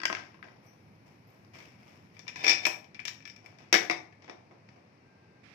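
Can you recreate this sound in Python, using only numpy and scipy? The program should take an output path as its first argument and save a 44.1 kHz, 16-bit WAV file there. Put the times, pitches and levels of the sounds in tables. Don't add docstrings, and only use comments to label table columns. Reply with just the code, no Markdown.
import sys
import numpy as np
from scipy import signal
from scipy.fft import rfft, irfft
from scipy.io import wavfile
from scipy.ndimage import uniform_filter1d

SR = 44100
rng = np.random.default_rng(int(sys.argv[2]) if len(sys.argv) > 2 else 0)


def int16_out(signal):
    q = np.round(np.clip(np.atleast_2d(signal).T, -1, 1) * 32767)
    wavfile.write(sys.argv[1], SR, q.astype(np.int16))


N = 244314
TIME = np.arange(N) / SR

BAND_HZ = (150, 1200, 3500, 8000, 16000)
# (frequency [Hz], density [dB per Hz])
CRACK = [(100, -29.5), (330, -9), (500, -11), (720, -9.5), (1400, -16), (2300, -2), (2900, -12),
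         (4000, -18.5), (5400, -5.5), (6700, -22), (8000, -32), (10000, -39), (13500, -33), (16000, -36)]
# (frequency [Hz], level [dB], t60 before the grip damps it [s])
LID_MODES = [(337.4, -10, 0.064), (449.5, -10.5, 0.095), (626.5, -11, 0.07), (760, -6, .08),
             (974, -5, 0.096), (1240, -19.5, 0.025), (1740, -7, 0.12), (2040, -8, .15), (2322, 3.5, 0.095),
             (2368, -2, 0.17), (2530, -6.5, 0.239), (2880, -16.5, .12), (3200, -19, .12), (3590, -8, 0.12),
             (4170, -20, .15), (4740, -9, .1), (5174, -1.5, 0.044), (5250, -6.5, 0.06), (5566, -5, 0.14),
             (5730, -13, .18), (7150, -26, 0.11)]


def undb(db):
    return 10 ** (np.asarray(db) / 20)


def colour(x, points):
    hz, db = np.transpose(points)
    grid = np.maximum(np.arange(2049) * SR / 4096, 1)
    log_gain = np.interp(np.log(grid), np.log(hz), db) * np.log(10) / 20
    cepstrum = irfft(log_gain)
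    cepstrum[1:2048] *= 2
    cepstrum[2049:] = 0
    response = irfft(np.exp(rfft(cepstrum)))
    return signal.fftconvolve(x, response[None], axes=1)[:, :x.shape[1]]


def band(x, k):
    return signal.sosfilt(signal.butter(4, BAND_HZ[k:k + 2], "band", fs=SR, output="sos"), x)


def pair(size, alike_hz=477.0):
    mid, side = rng.standard_normal((2, size))
    side = signal.sosfilt(signal.butter(1, alike_hz, "high", fs=SR, output="sos"), side)
    return np.array([mid + side, mid - side]) / np.sqrt(2)


def unit(x):
    return x / np.sqrt(np.mean(x[0] ** 2))


def ringing(modes, alike_hz=900., wobble_db=4., wobble_s=.015, detune=.003):
    hz, db, t60 = np.transpose(modes)[:, :, None]
    hz = hz * (1 + detune * rng.standard_normal(hz.shape))
    t = TIME[:SR // 3]
    held = int(wobble_s * SR)
    flutter = uniform_filter1d(rng.standard_normal((len(hz), len(t))), size=held) * np.sqrt(held)
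    wobble = wobble_db * flutter * np.minimum(t / wobble_s, 1)
    fade = undb(db - 60 * t / t60 + wobble)
    rise = np.minimum(t / .001, 1)
    lag = 2 * np.pi * rng.random(hz.shape) * np.minimum(hz / alike_hz, 1) ** 2
    phase = 2 * np.pi * hz * t + 0.85 * flutter
    return np.array([rise * fade * np.sin(phase + shift) for shift in (0, lag)])


def struck(blows, modes, crack_db, contact_ms, grip_s, right_db=-4, spot_db=2.5, side_db=1.5, count=3):
    bodies = [ringing(modes) for _ in range(count)]
    size = bodies[0].shape[2]
    grip = undb(-60 * TIME[:size] / grip_s)
    t_ms = TIME[:2000] * 1000
    contact = np.exp(-t_ms / contact_ms) * np.minimum(t_ms / 0.29, 1)

    hz, mode_db, _ = np.transpose(modes)
    home = np.searchsorted(BAND_HZ, hz) - 1
    share = 1 / np.sqrt(np.bincount(home, undb(2 * mode_db))[home])
    chance = rng.standard_normal((len(blows), len(hz) + 1))

    cracks, out = np.zeros((4, 2, N)), np.zeros((2, N))
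    for n, (blow, (side, *spot)) in enumerate(zip(blows, chance)):
        s, db, bass_db, treble_db, top_db, ring_db = blow
        i = int(s * SR)
        band_db = db + np.array([bass_db, 0, treble_db, top_db])
        port_db = np.array([0, right_db + side_db * side])
        gain = undb(band_db[:, None] + port_db)
        spot_gain = share * undb(ring_db + spot_db * np.array(spot))
        weights = (gain[home] * spot_gain[:, None]).T
        out[:, i:i + size] += grip * np.einsum("cm,cmt->ct", weights, bodies[n % count])
        cracks[:, :, i:i + len(t_ms)] += gain[:, :, None] * pair(len(t_ms)) * contact

    first, last = int(blows[0][0] * SR), int(blows[-1][0] * SR) + size
    for k in range(4):
        scale = np.std(colour(band(pair(8192), k), CRACK))
        crack = colour(band(cracks[k, :, first:last], k), CRACK)
        out[:, first:last] += undb(crack_db) * crack / scale
    return out


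def plate():
    # (time [s], level [dB]), then bass, treble, top and ring, all relative to it [dB]
    plate_blows = [(.0015, -34, -6, -5, -28, -2), (.016, -33, -8, -8, -29, -2),
                   (.0333, -24, -15, -6, -36, 1), (.0535, -7.5, -20, -4, -29, -11),
                   (.099, -20, -2, -22, -40, -3.5), (.1265, -22.5, -5, -4, -36, -5),
                   (.149, -21, -24, -10, -40, -5), (.1685, -30.5, -22, -14, -42, -1.5),
                   (.343, -47, -1.5, -14, -42, -3.5), (.391, -62, 14, -11, -30, -7),
                   (.4265, -39, -17, -19, -37, 0), (.44, -41, -28, -21, -47, -1),
                   (.4835, -43, -13, -22, -46, -0.5), (1.447, -58, 0.5, 4, -27, -12)]
    # (frequency [Hz], level [dB], t60 before the grip damps it [s])
    plate_modes = [(333.4, -5.5, 0.11), (626, -12, .06), (1054, -1, 0.065), (1298, -7, 0.034),
                   (1600, 1.5, 0.055), (1940, -5, 0.045), (2716, -9, .03), (3300, -16, .03),
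                   (4600, -11, 0.022), (5133, -14, 0.026)]
    return struck(plate_blows, plate_modes, crack_db=-3, contact_ms=1.6, grip_s=.2)


def lid():
    # (time [s], level [dB]), then bass, treble, top and ring, all relative to it [dB]
    lid_blows = [(2.1663, -49, -11, -10, -26, -1), (2.1917, -41.5, -6.5, 6, -17, -8.5),
                 (2.267, -46, -5, -8, -45, -3), (2.2787, -28.5, -39, -2.5, -41, -5),
                 (2.29, -33.5, -12.5, -7, -35, -5), (2.3576, -32, -10, -3, -28, -1.5),
                 (2.4431, -21, -22, -3, -39, 1), (2.4654, -20, -10, 0, -32, 1),
                 (2.4782, -14.5, -26, 0, -38, 1), (2.4938, -17.5, -26, 1.5, -40, 1),
                 (2.5013, -24, -13, 6, -30, 2.5), (2.5169, -18.5, -20, -1, -37, -5),
                 (2.5295, -31, -18, 9, -36, -1), (2.583, -36, -16, -3, -37, -5.5),
                 (2.608, -43, -23, -21, -42, -5.5), (2.6517, -12, -18, -3.5, -22, -4.5),
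                 (2.666, -20.5, 2.5, 1.5, -2, -7), (2.8429, -45.5, -15, -3, -38, -5),
                 (2.945, -39, -24, -5, -41, -6), (2.951, -39, -21, -12, -33, -6),
                 (2.9921, -32, -34, -22, -51, -1.5), (3.0, -33.5, -10, -8, -50, -11),
                 (3.052, -24.5, -18, 1, -16, -11), (3.0749, -37, -10, 7, -12, -8),
                 (3.0792, -25.5, -17, 4, -16.5, -9), (3.0915, -40, -21, -11, -7, -5.5),
                 (3.2037, -49, -22, -5, -35, -4), (3.2234, -49, -26, -4, -27, -5),
                 (3.2527, -32.5, -38, -4, -34, -6.5), (3.2752, -38.5, -24, -3, -16, -6),
                 (3.2976, -42.5, -21.5, 5.5, -36, -7), (3.3617, -45, -22, 0, -14, -6),
                 (3.4595, -41, -37, -4, -16, -9.5), (3.5849, -47, -20, -1, -18, -8)]
    return struck(lid_blows, LID_MODES, crack_db=-4, contact_ms=2.5, grip_s=.24)


def pot():
    # (time [s], level [dB]), then bass, treble, top and ring, all relative to it [dB]
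    pot_blows = [(3.7265, -11.5, -10.5, 0, -16, -7.5), (3.7315, -16, -17.5, -18, -26, -9),
                 (3.7405, -9, -13, -6, -20, -9), (3.749, -21, -4, 4.5, -17, -12),
                 (3.7565, -23.5, -4, -6, -30, -1), (3.7635, -28, -1, -11, -32, -6),
                 (3.8975, -18.5, -7, -12, -29, -6), (3.91, -28.5, -0.5, 1, -30.5, -3.5),
                 (4.124, -55.5, -28.5, -11, -41, 1), (4.221, -57.5, -3, 0, -40, -3),
                 (4.243, -51.5, 3, -4, -38, -9.5), (4.278, -46, -6, -12, -43, -9.5),
                 (4.296, -38.5, -1, -3.5, -39.5, -9.5), (4.51, -61, 6.5, -14.5, -37, -3),
                 (4.688, -50.5, -9.5, -4.5, -40.5, -10.5), (4.76, -62, 7, -12, -40.5, -3)]
    # (frequency [Hz], level [dB], t60 before the grip damps it [s])
    pot_modes = [(343.6, -1, 0.19), (440, -4.5, 0.17), (716, -2, .12), (550, -9, 0.14), (895, -13, .12),
                 (1194, -8, 0.083), (1752, -2.5, 0.15), (1948, -9, 0.2), (2130, -5, 0.18),
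                 (2170, -4.5, 0.23), (2300, -5, 0.12), (2470, -15, 0.13), (3143, -18, .08),
                 (3700, -10, 0.25), (4190, -13, 0.11), (4890, -5.5, 0.056), (5600, -18, 0.26),
                 (5730, -4, 0.11), (5300, 1, 0.051), (6400, -7.5, 0.049)]
    return struck(pot_blows, pot_modes, crack_db=-1.27, contact_ms=3.5, grip_s=.45)


def drag(per_s=900., scatter_db=4.5, ring_db=-20, rasp_db=-9):
    # (time [s], level [dB])
    pull_points = [(2.37, -42.5), (2.434, -37.5), (2.443, -22.5), (2.476, -29), (2.51, -24), (2.58, -63.5),
                   (2.64, -30)]
    s, db = np.transpose(pull_points)
    pull = undb(np.interp(TIME, s, db, -150, -150))
    slips = (rng.random(N) < per_s / SR) * rng.choice([-1, 1], N)
    slips = slips * undb(scatter_db * rng.standard_normal(N))
    body = ringing(LID_MODES).sum(axis=1)
    ring = signal.fftconvolve((pull * slips)[None], body, axes=1)[:, :N]
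    ring = band(ring, 1) + band(ring, 2) + undb(-3.5) * band(ring, 0)
    rough = uniform_filter1d(np.abs(slips), size=50)
    rasp = unit(colour(pair(N) * rough, CRACK))
    return undb(ring_db) * ring + undb(rasp_db) * pull * rasp


def rustle(grain_per_s=1200.0, scatter_db=3.2, rise_s=0.017):
    # (time [s], level [dB], time to fade 20 dB [s], bass [relative dB], top [relative dB])
    rub_strokes = [(.17, -47.5, 0.1447, -5.5, -32), (.34, -64, 0.04, -6, -28),
                   (.425, -60.5, 0.25, 2.5, -38), (.62, -72, 0.7, 0, -10), (1.05, -67, 0.22, 1, -14),
                   (1.27, -73.5, .6, 2.5, -10), (1.529, -52, 0.21, -8.5, -22),
                   (1.58, -57.5, 0.17, -5.5, -18), (1.79, -67, .5, -2, -17), (1.86, -67, .4, -6, -17),
                   (2.13, -67.5, 0.7, -12, -19), (3.37, -63, 0.1, -15, -28), (3.43, -61.5, .3, 0, -24),
                   (3.58, -61.5, 0.23, -5, -28), (4.215, -60, 0.16, -4.5, -40), (4.274, -59, .12, 8.5, -36),
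                   (4.5, -70.5, 0.1, 14, -40), (4.675, -69, .3, 0, -30), (4.75, -74, 0.05, 13.5, -39)]
    grains = (rng.random(N) < grain_per_s / SR) * undb(scatter_db * rng.standard_normal(N))
    roughness = .5 + uniform_filter1d(grains, size=60) * 20
    skin = colour(pair(N) * roughness, CRACK)
    s, db, fade_s, bass_db, top_db = np.transpose(rub_strokes)[:, :, None]
    t = np.maximum(TIME - s, 0)
    strokes = np.minimum(t / rise_s, 1) * undb(db - 20 * t / fade_s)
    middle = strokes.sum(axis=0) * unit(band(skin, 1) + undb(-4) * band(skin, 2))
    bass = (undb(bass_db) * strokes).sum(axis=0) * unit(band(skin, 0))
    top = (undb(top_db) * strokes).sum(axis=0) * unit(band(skin, 3))
    return middle + bass + top


def bangles():
    # (time [s], frequency [Hz], level [dB], t60 [s])
    tinkles = [(.662, 5808, -61, .3), (.662, 4800, -74, .15), (.635, 9700, -75, .25),
               (.65, 11700, -77, .25), (.655, 14000, -73, .25), (1.268, 11950, -70, .3),
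               (1.85, 14000, -84, .2), (1.8, 10500, -84, .3)]
    out = np.zeros(N)
    for s, hz, db, t60 in tinkles:
        t = np.maximum(TIME - s, 0)
        beat = 1 + .5 * np.cos(2 * np.pi * rng.uniform(20, 40) * t)
        fade = undb(db - 60 * t / t60) * np.minimum(t / 0.0077, 1)
        out += fade * beat * np.sin(2 * np.pi * hz * t)
    return out


def finger(start_s=5.43, level_db=-55.5):
    # (frequency [Hz], density [dB per Hz])
    skin_spectrum = [(300, -10), (1000, -5), (2300, 5.5), (3500, -6.5), (5500, -8.5), (7500, -24),
                     (16000, -40)]
    hiss = unit(colour(rng.standard_normal((1, N)), skin_spectrum))[0]
    on = np.clip((TIME - start_s) / 0.0083, 0, 1)
    return np.array([[0], [1]]) * undb(level_db) * hiss * on


def horn(start_s=5.04, end_s=5.42):
    # (frequency [Hz], level [dB])
    horn_partials = [(1587, -72), (2110, -81), (2640, -81)]
    on = uniform_filter1d(1. 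* ((TIME > start_s) & (TIME < end_s)), size=900)
    waver = uniform_filter1d(rng.standard_normal((len(horn_partials), N)), size=1200) * np.sqrt(1200)
    tones = [undb(db + 2 * w) * np.sin(2 * np.pi * hz * TIME)
             for (hz, db), w in zip(horn_partials, waver)]
    return on * sum(tones)


def hum(level_db=-62.5, early_top_db=4):
    # (frequency [Hz], density [dB per Hz])
    hum_spectrum = [(25, -29), (70, -22.5), (103, 1), (125, -5), (145, -4), (210, -7), (400, -13.5),
                    (900, -17), (1400, -24), (2400, -21), (3300, -35), (5500, -30), (7200, -47.5),
                    (16000, -60)]
    air = unit(colour(pair(N, 900.), hum_spectrum))
    low = signal.sosfilt(signal.butter(2, 400, fs=SR, output="sos"), air)
    swell = uniform_filter1d(rng.standard_normal(N), size=5000) * np.sqrt(5000)
    early_bass_db = np.interp(TIME, [2.3, 4.4], [2.5, 0])
    bass_change = undb(1.5 * swell + early_bass_db) - 1
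    early_top = np.interp(TIME, [2.1, 2.6], [undb(early_top_db), 0])
    return undb(level_db) * (air + low * bass_change + early_top * band(air, 3))


def walls(x):
    # (frequency [Hz], t60 [s])
    wall_t60 = [(150, 0.531), (600, 0.41), (2000, 0.3), (5000, .3), (12000, 0.32)]
    wall_hz, wall_s = np.transpose(wall_t60)
    t, tail = TIME[:SR // 2], 0
    for hz in 125 * 2. ** np.arange(7):
        t60 = np.interp(np.log(hz), np.log(wall_hz), wall_s)
        octave = signal.butter(2, [hz, min(2 * hz, .45 * SR)], "band", fs=SR, output="sos")
        tail = tail + signal.sosfilt(octave, pair(len(t))) * undb(-60 * t / t60)
    tail = tail * np.minimum(t / .004, 1)
    return signal.fftconvolve(x, tail / np.sqrt(np.sum(tail[0] ** 2)), axes=1)[:, :N]


def cover(x, losses, left_lag=16):
    left = np.roll(x[:1], left_lag)
    right = colour(x[1:], [(hz, -db) for hz, db in losses])
    return np.vstack([left, right])


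def scene():
    # (frequency [Hz], loss [dB])
    near_loss = [(60, -1), (200, -3), (700, 1.5), (1300, 3.5), (2400, 7), (3500, 13), (5500, 29),
                 (8000, 12.5), (12000, 6.5), (15000, 22)]
    # (frequency [Hz], loss [dB])
    far_loss = [(60, 0), (200, -0.5), (700, 2), (1300, 3.5), (2400, 4), (3500, 8.5), (5500, 18.5),
                (8000, 5.5), (12000, 2), (15000, 7)]
    near = plate() + lid() + pot() + drag() + rustle() + bangles()
    near = signal.sosfilt(signal.butter(2, 100, "high", fs=SR, output="sos"), near)
    room = near + undb(-6.5) * walls(near)
    close = undb(2.7) * cover(room, near_loss)
    far = undb(3.5) * cover(hum(), far_loss)
    return close + far + horn() + finger()


def record(dry):
    wet = signal.sosfilt(signal.butter(1, 20, "high", fs=SR, output="sos"), dry)
    rounded = .9 * np.tanh(wet / .9)
    return signal.sosfilt(signal.ellip(8, .2, 70, 15600, fs=SR, output="sos"), rounded)


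dry = scene()
out = record(dry)
int16_out(out)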